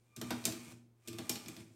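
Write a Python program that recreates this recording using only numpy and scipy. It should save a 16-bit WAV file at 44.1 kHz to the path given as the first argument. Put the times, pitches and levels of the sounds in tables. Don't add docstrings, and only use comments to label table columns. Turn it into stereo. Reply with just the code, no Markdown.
import sys
import numpy as np
from scipy import signal
from scipy.fft import rfft, irfft
from scipy.io import wavfile
from scipy.ndimage import uniform_filter1d

SR = 44100
rng = np.random.default_rng(int(sys.argv[2]) if len(sys.argv) > 2 else 0)


def wav_record(signal):
    frames = np.transpose(np.atleast_2d(signal))
    bounded = np.clip(frames, -1, 1)
    quanta = np.round(bounded * 32767).astype(np.int16)
    wavfile.write(sys.argv[1], SR, quanta)


N = 77175

# (time [s], desk shaking [dB], gear whir [dB])
MOTOR_LEVELS = [(.16, -85, -80), (.178, -48.5, -61.5), (.33, -51, -55), (.43, -57, -58), (.52, -80, -55.5),
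                (.59, -54.5, -58), (.725, -60.5, -57), (.745, -59, -76), (.9, -73, -98),
                (1.015, -79.5, -78), (1.065, -69, -68.5), (1.09, -46.5, -63), (1.27, -57.5, -58.5),
                (1.61, -57.5, -60), (1.66, -55, -71.5), (1.75, -64.5, -73.5)]


def amp(db):
    return 10 ** (np.asarray(db) / 20)


def unit(x):
    return x / np.sqrt(np.mean(x ** 2))


def energy_one(x):
    return x / np.sqrt(np.sum(x ** 2, axis=-1, keepdims=True))


def attack_level(x, db, size=SR // 50):
    return x * amp(db) / np.sqrt(np.mean(x[:, :size] ** 2, axis=1, keepdims=True))


def curve(table, column=1):
    rows = np.array(table)
    return np.interp(np.arange(N) / SR, rows[:, 0], rows[:, column])


def add(out, at, x):
    i = max(int(at * SR), 0)
    out[:, i:i + x.shape[-1]] += x[:, :N - i]


def through(x, response):
    return signal.fftconvolve(np.atleast_2d(x), np.atleast_2d(response), axes=1)[:, :x.shape[-1]]


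def colour(x, points, size=2048):
    hz, db = np.array(points).T
    grid = np.maximum(np.arange(size // 2 + 1) * SR / size, 1)
    cepstrum = irfft(np.log(amp(np.interp(np.log(grid), np.log(hz), db))))
    cepstrum[1:size // 2] *= 2
    cepstrum[size // 2 + 1:] = 0
    return through(x, irfft(np.exp(rfft(cepstrum))))


def decay(t, t60):
    return np.exp(-np.log(1000) * t / t60)


def ring(modes, phases, size=SR // 2):
    t = np.arange(size) / SR
    return energy_one(sum(amp(db) * np.sin(2 * np.pi * hz * t + phase) * decay(t, t60)
                          for (hz, db, t60), phase in zip(modes, phases)))


def stereo_noise(size, spread=2.8):
    return rng.standard_normal(size) + spread * rng.standard_normal((2, size))


def room_tone(air_db=-75, hum_hz=117.9, hum_db=-71.5):
    # (frequency [Hz], gain [dB])
    air_colour = [(25, -9.5), (300, -6), (2000, -27.5), (16000, -33.5)]
    air = unit(colour(stereo_noise(N, spread=2.2), air_colour))
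    hum = np.sqrt(2) * np.sin(2 * np.pi * hum_hz * np.arange(N) / SR)
    return amp(air_db) * air + amp(hum_db) * hum


def drive_whine(turns, drive_hz=1194, flutter_depth=0.61, level_db=-63):
    # (time [s], level relative to full [dB])
    effort_db = [(0, -52), (.07, -14), (.155, -4.5), (.29, -1.5), (.42, -5), (.72, -5), (.8, -39.5),
                 (.99, -35), (1.05, -7.5), (1.12, -3), (1.58, -5.5), (1.68, -20)]
    # (multiple, relative level at full effort [dB], growth [dB per dB of effort])
    harmonics = [(1, 8.5, 3), (2, 2, 1.9), (3, -16, 1.5)]
    t = np.arange(N) / SR
    effort = amp(curve(effort_db))
    whine = 0
    for k, db, growth in harmonics:
        waver = unit(uniform_filter1d(uniform_filter1d(rng.standard_normal(N), size=250), size=250))
        flutter = 1 + flutter_depth * effort * (waver + np.cos(2 * np.pi * turns))
        whine += amp(db) * effort ** growth * flutter * np.sin(2 * np.pi * k * drive_hz * t)
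    return whine * amp(level_db)


def gear_whir(teeth_per_s=6400, scatter_db=3):
    # (frequency [Hz], gain [dB])
    housing = [(200, -16.5), (500, 7), (1950, 3), (2370, 9.5), (2800, 2.5), (4900, -0.5), (6300, 1.5),
               (9000, 3.5), (10600, -7), (12500, -4), (16000, -14)]
    teeth = (rng.random(N) < teeth_per_s / SR) * amp(scatter_db * rng.standard_normal(N))
    ticks = teeth * stereo_noise(N)
    return unit(colour(ticks, housing)) * amp(curve(MOTOR_LEVELS, column=2))


def desk(push_s, low_cut_hz=91.4):
    # (frequency [Hz], level [dB], t60 [s])
    modes = [(91.5, -8, 0.095), (109.1, -5, 0.12), (170.5, -6.5, 0.13), (207, 0.5, 0.067), (246.3, 2, 0.14),
             (309.6, 1, 0.089), (339.3, 2.5, 0.17), (435.2, -2, 0.12), (648.5, -4, 0.29)]
    t = np.arange(SR // 2) / SR
    answer = through(np.exp(-t / push_s), ring(modes, np.pi * np.arange(len(modes))))
    return signal.sosfilt(signal.butter(3, low_cut_hz, "high", fs=SR, output="sos"), answer)


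def shaft_rumble(turns, jitter_turns=0.055, scatter_db=6, limp=0.5):
    # (frequency [Hz], gain [dB])
    coupling = [(105, 6.5), (240, -5.5), (340, -2.5), (700, -21)]
    wood = colour(desk(push_s=0.0011), coupling)
    starts = np.flatnonzero(np.diff(np.floor(turns)) > 0)
    slip, force = rng.standard_normal((N // 100, 2)).T
    pushes = np.zeros(N)
    for k, (start, gap) in enumerate(zip(starts, np.diff(starts))):
        place = int(np.clip(start + jitter_turns * gap * slip[k], 0, N - 1))
        pushes[place] += amp(scatter_db * force[k]) * (1 + limp * (-1) ** k)
    rumble = unit(through(pushes, wood))
    power = uniform_filter1d(rumble ** 2, size=SR // 25) + 1e-2
    return rumble / np.sqrt(power) * amp(curve(MOTOR_LEVELS))


def contacts(size, per_s=9000):
    touching = rng.random(size) < per_s / SR
    touching[0] = True
    return touching * stereo_noise(size)


def brick_ring(detune=0.02, scatter_db=1, t60=0.024, ring_db=-10.5):
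    # (frequency [Hz], level [dB])
    bricks = [(1560, 4), (2400, 1), (3150, -5), (4650, 1), (6150, -3), (7200, -6), (7835, -2.5)]
    chance = rng.standard_normal((len(bricks), 2))
    modes = [(hz * (1 + detune * a), db + scatter_db * b, t60)
             for (hz, db), (a, b) in zip(bricks, chance)]
    phases = rng.uniform(0, 2 * np.pi, (len(bricks), 2, 1))
    body = amp(ring_db) * ring(modes, phases, size=SR // 10)
    body[:, 0] += 1
    return body


def judder(size, per_s=200, settle_s=0.031):
    rebounds = (rng.random(size) < per_s / SR) * rng.uniform(-1.02, 1, size)
    pushes = rebounds * np.exp(-np.arange(size) / SR / settle_s)
    pushes[0] = 1
    return pushes


def blows(wood, click_s=0.004, chatter_s=0.0054, rattle_s=0.038, rattle_db=-21, knock_s=0.019):
    # (time [s], thud [dB], knock [dB], chatter [dB], click [dB])
    hits = [(0.1631, -64.5, -66, -55, -51), (0.2142, -45.5, -48.5, -46, -46),
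            (0.3058, -41.5, -39.5, -41, -45.5), (0.4399, -54, -59, -51, -57),
            (0.4532, -46, -49, -35, -30.5), (.47, -41.5, -49.5, -53, -70), (0.5224, -48.5, -57, -49.5, -52),
            (1.075, -52.5, -72, -51, -52.5), (1.0834, -56, -76, -50.5, -49), (1.1301, -55, -69, -55, -57),
            (1.1855, -45.5, -53, -46.5, -49.5), (1.294, -45, -49, -36, -32.5), (1.3561, -53, -59, -47, -50),
            (1.46, -51.5, -70, -54.5, -65), (1.483, -52, -61, -50.5, -49), (1.5655, -53.5, -65, -55.5, -60)]
    # (frequency [Hz], gain [dB])
    click_colour = [(2500, -39), (4500, -3.5), (6300, -4), (7500, -1.5), (9200, -3.5), (10700, -12),
                    (12500, -5), (16000, -20.5)]
    chatter_colour = [(900, -35), (2400, 0.5), (5200, 3.5), (10000, -42.5)]
    knock_colour = [(180, -31.5), (380, 2.5), (650, 0), (1600, -2.5), (2200, -11), (5000, -57)]
    clacks, thuds = np.zeros((2, N)), np.zeros((1, N))
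    t = np.arange(SR // 4) / SR
    burst_and_rattle = np.exp(-t / chatter_s) + amp(rattle_db) * np.exp(-t / rattle_s)
    for at, thud_db, knock_db, chatter_db, click_db in hits:
        touches, part = contacts(len(t)), brick_ring()
        click = colour(through(touches * np.exp(-t / click_s), part), click_colour)
        chatter = colour(through(touches * burst_and_rattle, part), chatter_colour)
        knock = colour(touches * np.exp(-t / knock_s), knock_colour)
        for sound, db in (click, click_db), (chatter, chatter_db), (knock, knock_db):
            add(clacks, at, attack_level(sound, db))
        thud = through(judder(len(t)), wood)
        add(thuds, at, attack_level(thud, thud_db, size=SR // 25))
    return clacks, thuds


def beam_rattle(rattle_s=0.028):
    # (time [s], level [dB])
    landings = [(0.3053, -49.5), (1.1858, -55), (1.294, -50.5)]
    # (frequency [Hz], level [dB], t60 [s])
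    modes = [(822.5, 4, .13), (968, -1, 0.027), (1094, 0.5, 0.027)]
    rattles = np.zeros((2, N))
    t = np.arange(SR // 4) / SR
    for at, db in landings:
        beam = ring(modes, rng.uniform(0, 2 * np.pi, len(modes)))
        touches = contacts(len(t)) * np.exp(-t / rattle_s)
        add(rattles, at, attack_level(through(touches, beam), db))
    return rattles


def brake_bumps(wood, cutoff_hz=112):
    # (time [s], level [dB])
    brakings = [(0.673, -55.5), (.725, -57), (1.598, -54.5)]
    bumps = np.zeros((1, N))
    bump = signal.sosfilt(signal.butter(2, cutoff_hz, fs=SR, output="sos"), wood)
    for at, db in brakings:
        add(bumps, at, attack_level(bump, db))
    return bumps


def small_room(early_s=0.0089, t60=0.39, treble_t60=0.29, treble_hz=8000):
    t = np.arange(SR) / SR
    arrival = np.clip((t - .002) / 0.0006, 0, 1)
    reflections = rng.standard_normal((2, SR)) * (rng.random((2, SR)) < .05)
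    early = reflections * np.exp(-t / early_s)
    noise = rng.standard_normal((2, SR))
    low = signal.sosfiltfilt(signal.butter(2, treble_hz, fs=SR, output="sos"), noise)
    tail = low * decay(t, t60) + (noise - low) * decay(t, treble_t60)
    return energy_one(early * arrival), energy_one(tail * arrival)


def stereo_lean(plastic):
    # (frequency [Hz], left minus right [dB])
    balance = [(1200, -1.5), (2800, 0.5), (5500, 5.5), (8000, 0), (13000, -3.5)]
    return np.vstack([colour(channel, [(hz, side * db / 2) for hz, db in balance])
                      for channel, side in zip(plastic, (1, -1))])


def scene(early_db=-13.5, tail_db=-4, desk_tail_db=-9.5):
    # (time [s], rate [turns/s])
    speed = [(.8, 119.7), (1.1, 112.9), (1.3, 110)]
    turns = np.cumsum(curve(speed)) / SR
    early, tail = small_room()
    wood = desk(push_s=0.0014)
    clacks, thuds = blows(wood)
    plastic = clacks + beam_rattle() + gear_whir()
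    plastic += through(plastic, amp(early_db) * early + amp(tail_db) * tail)
    low = thuds + brake_bumps(wood) + shaft_rumble(turns)
    low_tail = amp(desk_tail_db) * through(low, tail + tail.mean(axis=0))
    return stereo_lean(plastic) + low + low_tail + drive_whine(turns) + room_tone()


def record(dry, top_hz=16000):
    return signal.sosfilt(signal.ellip(10, .2, 70, top_hz, fs=SR, output="sos"), dry)


dry = scene()
out = record(dry)
wav_record(out)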